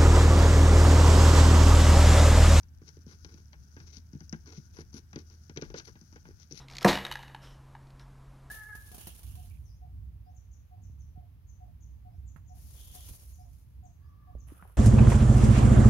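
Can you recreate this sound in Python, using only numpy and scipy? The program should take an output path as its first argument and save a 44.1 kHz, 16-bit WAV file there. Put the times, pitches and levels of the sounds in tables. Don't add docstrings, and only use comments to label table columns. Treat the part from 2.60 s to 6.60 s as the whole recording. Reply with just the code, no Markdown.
import sys
import numpy as np
from scipy import signal
from scipy.fft import rfft, irfft
from scipy.io import wavfile

SR = 44100
rng = np.random.default_rng(int(sys.argv[2]) if len(sys.argv) > 2 else 0)


def materialize(psi):
    bounded = np.clip(np.atleast_2d(psi).T, -1, 1)
    quanta = np.round(bounded * 32767).astype(np.int16)
    wavfile.write(sys.argv[1], SR, quanta)


N = 176400
TIME = np.arange(N) / SR

# freq_hz, gain_db
YARD_TONE = [(15, -18), (28, -23), (42, -1), (62, 0.5), (95, 4), (130, -3), (200, -8), (300, -19),
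             (500, -31.5), (900, -30.5), (1200, -34), (1520, -25), (2000, -35), (4000, -38.5),
             (9000, -41.5), (13000, -37.5), (16000, -40.5)]
# freq_hz, correlation
YARD_LIKENESS = [(30, 0.066), (80, 1), (200, 0.98), (600, 0.26), (1500, 0), (4000, 0)]
# time_s, level_db
HUM_RIDE = [(0, -55.5), (.7, -54), (1.8, -53.5), (2.6, -55), (3.3, -59.5), (4, -60.5)]
# freq_hz, gain_db
WIND_TONE = [(12, -28), (28, -15), (45, 14), (75, 1.5), (140, 4), (220, -19.5), (400, -26), (1200, -47.5)]
# time_s, level_db
RUSTLE_RIDE = [(0, -68), (.2, -72), (.26, -55.5), (.44, -61.5), (.57, -54.5), (.8, -59.5), (.92, -63),
               (1.25, -57.5), (1.46, -65), (1.62, -59.5), (1.8, -59), (2.05, -55), (2.28, -64.5),
               (2.46, -62), (2.7, -59), (3.2, -56.5), (3.7, -58), (4, -60.5)]
# freq_hz, gain_db
RUSTLE_TONE = [(900, -42.5), (1450, -7), (2100, -36.5), (3800, -20), (4900, -8.5), (6000, -3),
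               (6700, -10.5), (7400, -33), (10600, -21.5), (15000, -39)]
# start_s, length_s, grit_db, board_db, sand_db, swell_db
SCUFF_CUES = [(0.259, 0.028, -42, -61, -90, 9), (0.47, 0.073, -51, -64, -68.5, 0.5),
              (0.673, 0.13, -59, -69, -78, -3), (1.177, 0.07, -60.5, -69, -95, -4),
              (1.257, 0.047, -47, -67, -79, 6), (1.322, 0.062, -46, -70, -67, -0.5),
              (1.861, 0.077, -49.5, -59, -80, -2), (1.932, 0.053, -46.5, -73, -71, 10),
              (2.13, 0.079, -46.5, -64, -60, 9.5), (2.323, 0.058, -44, -60, -57.5, 6.5),
              (2.577, 0.038, -49.5, -63.5, -73, -9), (2.703, 0.039, -54.5, -67, -91, -2.5),
              (3.03, 0.051, -55.5, -65, -84, -10), (3.144, 0.04, -33, -53.5, -62, 15.5),
              (3.242, 0.013, -44, -92, -59, -4), (3.267, 0.01, -40.5, -50, -61, 9),
              (3.651, 0.065, -65, -64, -76, 0), (3.772, 0.059, -47, -87, -76, 13),
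              (3.901, 0.096, -42, -76, -59, 4.5)]
# freq_hz, gain_db
GRIT_TONE = [(800, -25.5), (2000, -8.5), (3200, -11.5), (4200, -4.5), (5200, -3.5), (6000, 3.5),
             (6600, -10), (7600, -24), (9300, -53), (16000, -53)]
# freq_hz, gain_db
SAND_TONE = [(6500, -50), (8000, -33), (9500, -10), (10500, 1), (11400, -8), (12600, -16), (16000, -41)]
# freq_hz, gain_db
DRAG_TONE = [(60, -30.5), (160, -15.5), (310, 4), (450, -4.5), (650, -32.5), (1500, -36.5)]
# start_s, thud_db, thud_pitch_hz, knock_db, tick_db, crack_db
HOOF_CUES = [(0.031, -61, 167, -65.5, -50.5, -55), (0.216, -45.5, 280.6, -63.5, -59, -78),
             (0.277, -80, 201, -75, -48, -68), (0.289, -63, 200, -62, -40, -52),
             (0.368, -45, 285, -67.5, -54.5, -52), (0.464, -41.5, 230, -67.5, -49, -60),
             (0.511, -65, 266, -61, -51.5, -48), (0.646, -46, 324, -55, -39, -34),
             (0.741, -48.5, 270, -86, -47.5, -47), (0.93, -61, 249, -53.5, -54, -41),
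             (1.165, -44, 261, -51.5, -54, -68), (1.201, -47, 148, -56, -45.5, -41.5),
             (1.369, -46, 221, -83, -42, -39.5), (1.531, -40, 218, -62.5, -49, -56),
             (1.549, -33, 171, -70, -54, -53), (1.605, -44, 180, -57, -47.5, -55),
             (1.694, -71, 170, -84, -39, -74), (1.726, -29, 201, -42, -33, -67),
             (1.858, -79, 210, -60, -45, -59), (1.874, -56, 292, -74, -46, -67),
             (1.975, -35, 159, -68, -56, -44), (2.167, -58, 208, -53.5, -44.5, -64),
             (2.186, -36, 307, -53.5, -67, -54), (2.206, -46, 285, -58, -41, -43),
             (2.329, -53, 276, -63, -48.5, -73), (2.341, -36.5, 221, -81, -44, -70),
             (2.53, -48, 169, -50.5, -44, -40), (2.558, -32, 293, -48.5, -36.5, -32),
             (2.699, -58.5, 180, -63.5, -43.5, -58), (2.895, -41, 324, -53.5, -43.5, -40),
             (2.961, -42.5, 294, -47.5, -42, -50), (2.972, -30.5, 334, -48, -33.5, -22.5),
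             (3.013, -50, 178, -58, -44, -33.5), (3.021, -32.5, 333, -43.5, -34.5, -34),
             (3.101, -41, 324, -53.5, -51.5, -47), (3.141, -33.5, 454, -44, -43, -34),
             (3.197, -51, 292, -48, -39.5, -30.5), (3.282, -47.5, 353, -55.5, -41.5, -46),
             (3.354, -49, 209, -57, -66, -46), (3.412, -48, 188, -69, -49, -81),
             (3.525, -49.5, 216, -59, -49, -65), (3.558, -50, 302, -52, -48, -51),
             (3.652, -48, 157.5, -54.5, -63, -83), (3.687, -44, 292, -83, -54, -76),
             (3.798, -76, 202, -70, -44.5, -70), (3.91, -42.5, 318, -61.5, -42.5, -74),
             (3.923, -44, 277, -74, -37, -65)]
# pitch_hz, gain_db, t60_s
DECK_MODES = [(113.4, -13, 0.3), (151, 12, 0.082), (169.7, -1.5, 0.095), (218, 2, 0.15), (285.8, 0, 0.14),
              (337.1, 4.5, 0.12), (384.4, -1.5, .1), (449.7, -7, 0.088), (563, -23, 0.24)]
# pitch_hz, gain_db
BOARD_MODES = [(480, 2.5), (535, -3), (600, -4), (680, -10), (800, 7), (950, 8), (1160, 5.5), (1340, -11),
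               (1510, 12), (1630, -3.5), (1960, 11), (2130, -5), (2330, -13)]
# freq_hz, gain_db
KNOCK_TONE = [(250, -12.5), (550, -6), (850, 3), (1050, -1), (1250, -2.5), (1580, 9), (1950, 0.5),
              (2300, -0.5), (2800, -4.5), (4000, -12), (6500, -19.5), (8000, -45.5)]
# freq_hz, gain_db
TICK_TONE = [(1200, -29), (3100, -50.5), (3900, -20), (4700, 4.5), (5300, 3), (5950, 11), (6600, -2),
             (7600, -30.5), (9300, -47), (10500, -19.5), (12500, -43), (16000, -42)]
# freq_hz, gain_db
CRACK_TONE = [(1200, -28.5), (2000, -15.5), (2320, 0), (2750, -5.5), (3300, -1), (3500, -11), (3700, -0.5),
              (4600, -1), (6500, -18), (8000, -40)]
# freq_hz, gain_db
RIGHT_MIC_TONE = [(100, -2), (300, -1.5), (450, 7), (800, -2), (1700, -2), (2200, -12), (2800, -13.5),
                  (3300, -17.5), (4000, -35.5), (6000, -46.5), (9000, -24.5), (16000, -39.5)]

YARD_DB, WIND_DB, GUST_DB = -57.5, -60.5, 5.5
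HUM_HZ, HUM_WANDER_HZ, HUM_WAVER_DB = 77.9, 4.14, 0.3
RUSTLE_TRIM_DB, SPECK_DB, JUDDER_DB = -7, -75, 2.5
SCUFF_ATTACK_S, SCUFF_RELEASE_S = 0.011, 0.011
GRIT_TRIM_DB, SAND_TRIM_DB, SCRAPE_TRIM_DB, DRAG_BOOST_DB = -7, -7.5, -3, 3
THUD_TRIM_DB, THUD_DELAY_CYCLES, FLEX_CYCLES, DECK_RING_DB = 1, 0.613, 0.56, -4
EDGE_RETURN_S, EDGE_RETURN_DB = 0.01531, -8
BOARD_TRIM_DB, BOARD_T60_S, BOARD_SCATTER_DB = -1, 0.053, 6.5
KNOCK_TRIM_DB, KNOCK_RISE_S, KNOCK_T60_S = 1.5, 0.00096, 0.098
TICK_TRIM_DB, TICK_RISE_S, TICK_T60_S, TICK_TAIL_DB, TICK_TAIL_T60_S = 5.5, 0.0004, 0.01, -22, 0.06
CRACK_TRIM_DB, CRACK_T60_S = -10, 0.031
DECK_SPREAD_DB, YARD_ECHO_DB, RIGHT_LAG_S, CUTOFF_HZ = -10, -23, 0.00006, 15900


def from_db(db):
    return 10 ** (np.asarray(db) / 20)


def unit_rms(x):
    return x / np.sqrt(np.mean(x ** 2) + 1e-20)


def on_fft_grid(curve, size):
    hz, value = np.transpose(curve)
    return np.interp(np.log(np.arange(size // 2 + 1) * SR / size + 1), np.log(hz), value)


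def impulse_response(tone, size=4096):
    cepstrum = irfft(np.log(from_db(on_fft_grid(tone, size))))
    cepstrum[1:size // 2] *= 2
    cepstrum[size // 2 + 1:] = 0
    return irfft(np.exp(rfft(cepstrum)))


def colour(x, tone):
    impulse = impulse_response(tone)
    return signal.fftconvolve(x, impulse / np.linalg.norm(impulse))[:N]


def drift(corner_hz):
    hz = np.arange(N // 2 + 1) * SR / N
    return unit_rms(irfft(rfft(rng.standard_normal(N)) / (1 + (hz / corner_hz) ** 2), N))


def add(track, start_s, sound):
    i = max(int(start_s * SR), 0)
    track[i:i + len(sound)] += sound[:len(track[i:])]


def burst(t, rise_s, t60_s):
    return (1 - np.exp(-t / rise_s)) * from_db(-60 * t / t60_s)


def signs(count):
    return rng.choice([-1, 1], count)


def grains(per_s, spread_db):
    sizes = from_db(spread_db * np.minimum(rng.exponential(1, N), 5))
    return unit_rms((rng.random(N) < per_s / SR) * sizes * signs(N))


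def yard_air():
    alike = np.clip(on_fft_grid(YARD_LIKENESS, N), -1, 1)
    mid, side = rfft(rng.standard_normal((2, N)))
    stereo = np.sqrt(1 + alike) * mid + np.sqrt(1 - alike) * side * [[1], [-1]]
    air = irfft(from_db(on_fft_grid(YARD_TONE, N)) * stereo, N)
    return from_db(YARD_DB) * unit_rms(air)


def far_hum():
    pitch_hz = HUM_HZ + HUM_WANDER_HZ * drift(corner_hz=10)
    hum = np.sin(2 * np.pi * np.cumsum(pitch_hz) / SR) * from_db(HUM_WAVER_DB * drift(corner_hz=2))
    return from_db(np.interp(TIME, *np.transpose(HUM_RIDE))) * unit_rms(hum)


def breeze():
    wind = colour(rng.standard_normal(N), WIND_TONE) * from_db(WIND_DB + GUST_DB * drift(corner_hz=8.4))
    return wind * [[1], [0]]


def rustle():
    ride_db = np.interp(TIME, *np.transpose(RUSTLE_RIDE))
    crackle = unit_rms(grains(per_s=1600, spread_db=-1.5) * from_db(JUDDER_DB * drift(corner_hz=27)))
    return colour(crackle * from_db(ride_db + RUSTLE_TRIM_DB), RUSTLE_TONE)


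def grit_specks():
    return from_db(SPECK_DB) * colour(grains(per_s=30, spread_db=1.5), TICK_TONE)


def hoof_scuffs():
    grit, board, sand = np.zeros((3, N))
    for start_s, length_s, grit_db, board_db, sand_db, swell_db in SCUFF_CUES:
        age_s = TIME - start_s
        attack = np.clip(age_s / SCUFF_ATTACK_S, 0, 1)
        release = np.exp(-np.maximum(age_s - length_s, 0) / SCUFF_RELEASE_S)
        swell = from_db(swell_db * (np.clip(age_s / length_s, 0, 1) - 1))
        stroke = attack * release * swell
        grit += from_db(grit_db + GRIT_TRIM_DB) * stroke
        board += from_db(board_db + SCRAPE_TRIM_DB) * stroke
        sand += from_db(sand_db + SAND_TRIM_DB) * stroke
    slips = unit_rms(grains(per_s=3000, spread_db=3.3) * from_db(JUDDER_DB * drift(corner_hz=60)))
    hiss = colour(slips * grit, GRIT_TONE) + colour(slips * sand, SAND_TONE)
    scrape = colour(slips * board, KNOCK_TONE)
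    grumble = from_db(DRAG_BOOST_DB) * colour(slips * board, DRAG_TONE)
    return hiss + scrape + grumble


def deck_thuds():
    track, t = np.zeros(N), TIME[:SR // 4]
    for start_s, thud_db, pitch_hz, *_ in HOOF_CUES:
        rise_s = FLEX_CYCLES / pitch_hz
        flex = t / rise_s * np.exp(1 - t / rise_s) * np.sin(2 * np.pi * pitch_hz * t)
        ring = np.zeros(len(t))
        for sign, (mode_hz, gain_db, t60_s) in zip(signs(len(DECK_MODES)), DECK_MODES):
            strength = sign * from_db(gain_db) / (1 + (mode_hz / pitch_hz / 2) ** 4)
            ring += strength * np.sin(2 * np.pi * mode_hz * t) * burst(t, rise_s, t60_s)
        thud = flex + from_db(DECK_RING_DB) * ring / np.abs(ring).max()
        add(thud, EDGE_RETURN_S * rng.uniform(0.693, 1.266), from_db(EDGE_RETURN_DB) * flex)
        thud /= np.abs(thud).max()
        add(track, start_s + THUD_DELAY_CYCLES / pitch_hz, from_db(thud_db + THUD_TRIM_DB) * thud)
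    return track


def board_ring():
    track, t = np.zeros(N), TIME[:SR // 4]
    pitch_hz, gain_db = np.transpose(BOARD_MODES)
    modes = np.sin(2 * np.pi * pitch_hz[:, None] * t) * burst(t, KNOCK_RISE_S, BOARD_T60_S)
    for start_s, _, _, knock_db, *_ in HOOF_CUES:
        strengths = from_db(gain_db + rng.normal(0, BOARD_SCATTER_DB, len(modes))) * signs(len(modes))
        strengths /= np.linalg.norm(strengths)
        add(track, start_s, from_db(knock_db + BOARD_TRIM_DB) * strengths @ modes)
    return track


def hoof_taps():
    knock, tick, crack = np.zeros((3, N))
    t = TIME[:SR // 4]
    tick_tail = from_db(TICK_TAIL_DB) * burst(t, TICK_RISE_S, TICK_TAIL_T60_S)
    tick_shape = burst(t, TICK_RISE_S, TICK_T60_S) + tick_tail
    for start_s, _, _, knock_db, tick_db, crack_db in HOOF_CUES:
        add(knock, start_s, from_db(knock_db + KNOCK_TRIM_DB) * burst(t, KNOCK_RISE_S, KNOCK_T60_S))
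        add(tick, start_s, from_db(tick_db + TICK_TRIM_DB) * tick_shape)
        add(crack, start_s, from_db(crack_db + CRACK_TRIM_DB) * burst(t, TICK_RISE_S, CRACK_T60_S))
    layers = (knock, KNOCK_TONE), (tick, TICK_TONE), (crack, CRACK_TONE)
    return sum(colour(envelope * signs(N), tone) for envelope, tone in layers)


def echoes(x, rise_s, t60_s):
    t = TIME[:SR // 2]
    tails = rng.standard_normal((2, len(t))) * burst(t, rise_s, t60_s)
    return np.array([signal.fftconvolve(x, tail / np.linalg.norm(tail))[:N] for tail in tails])


def scene():
    wood = deck_thuds() + board_ring() + hoof_scuffs()
    goats = wood + hoof_taps() + grit_specks() + rustle()
    deck_spread = from_db(DECK_SPREAD_DB) * echoes(wood, rise_s=0.0025, t60_s=0.053)
    yard_echo = from_db(YARD_ECHO_DB) * echoes(goats, rise_s=0.037, t60_s=0.28)
    left, right = goats + deck_spread + yard_echo
    right = signal.fftconvolve(right, impulse_response(RIGHT_MIC_TONE))[:N]
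    right = np.interp(TIME - RIGHT_LAG_S, TIME, right)
    return np.array([left, right]) + yard_air() + far_hum() + breeze()


def record(dry):
    return signal.sosfilt(signal.ellip(10, .1, 70, CUTOFF_HZ, fs=SR, output="sos"), dry)


dry = scene()
out = record(dry)
materialize(out)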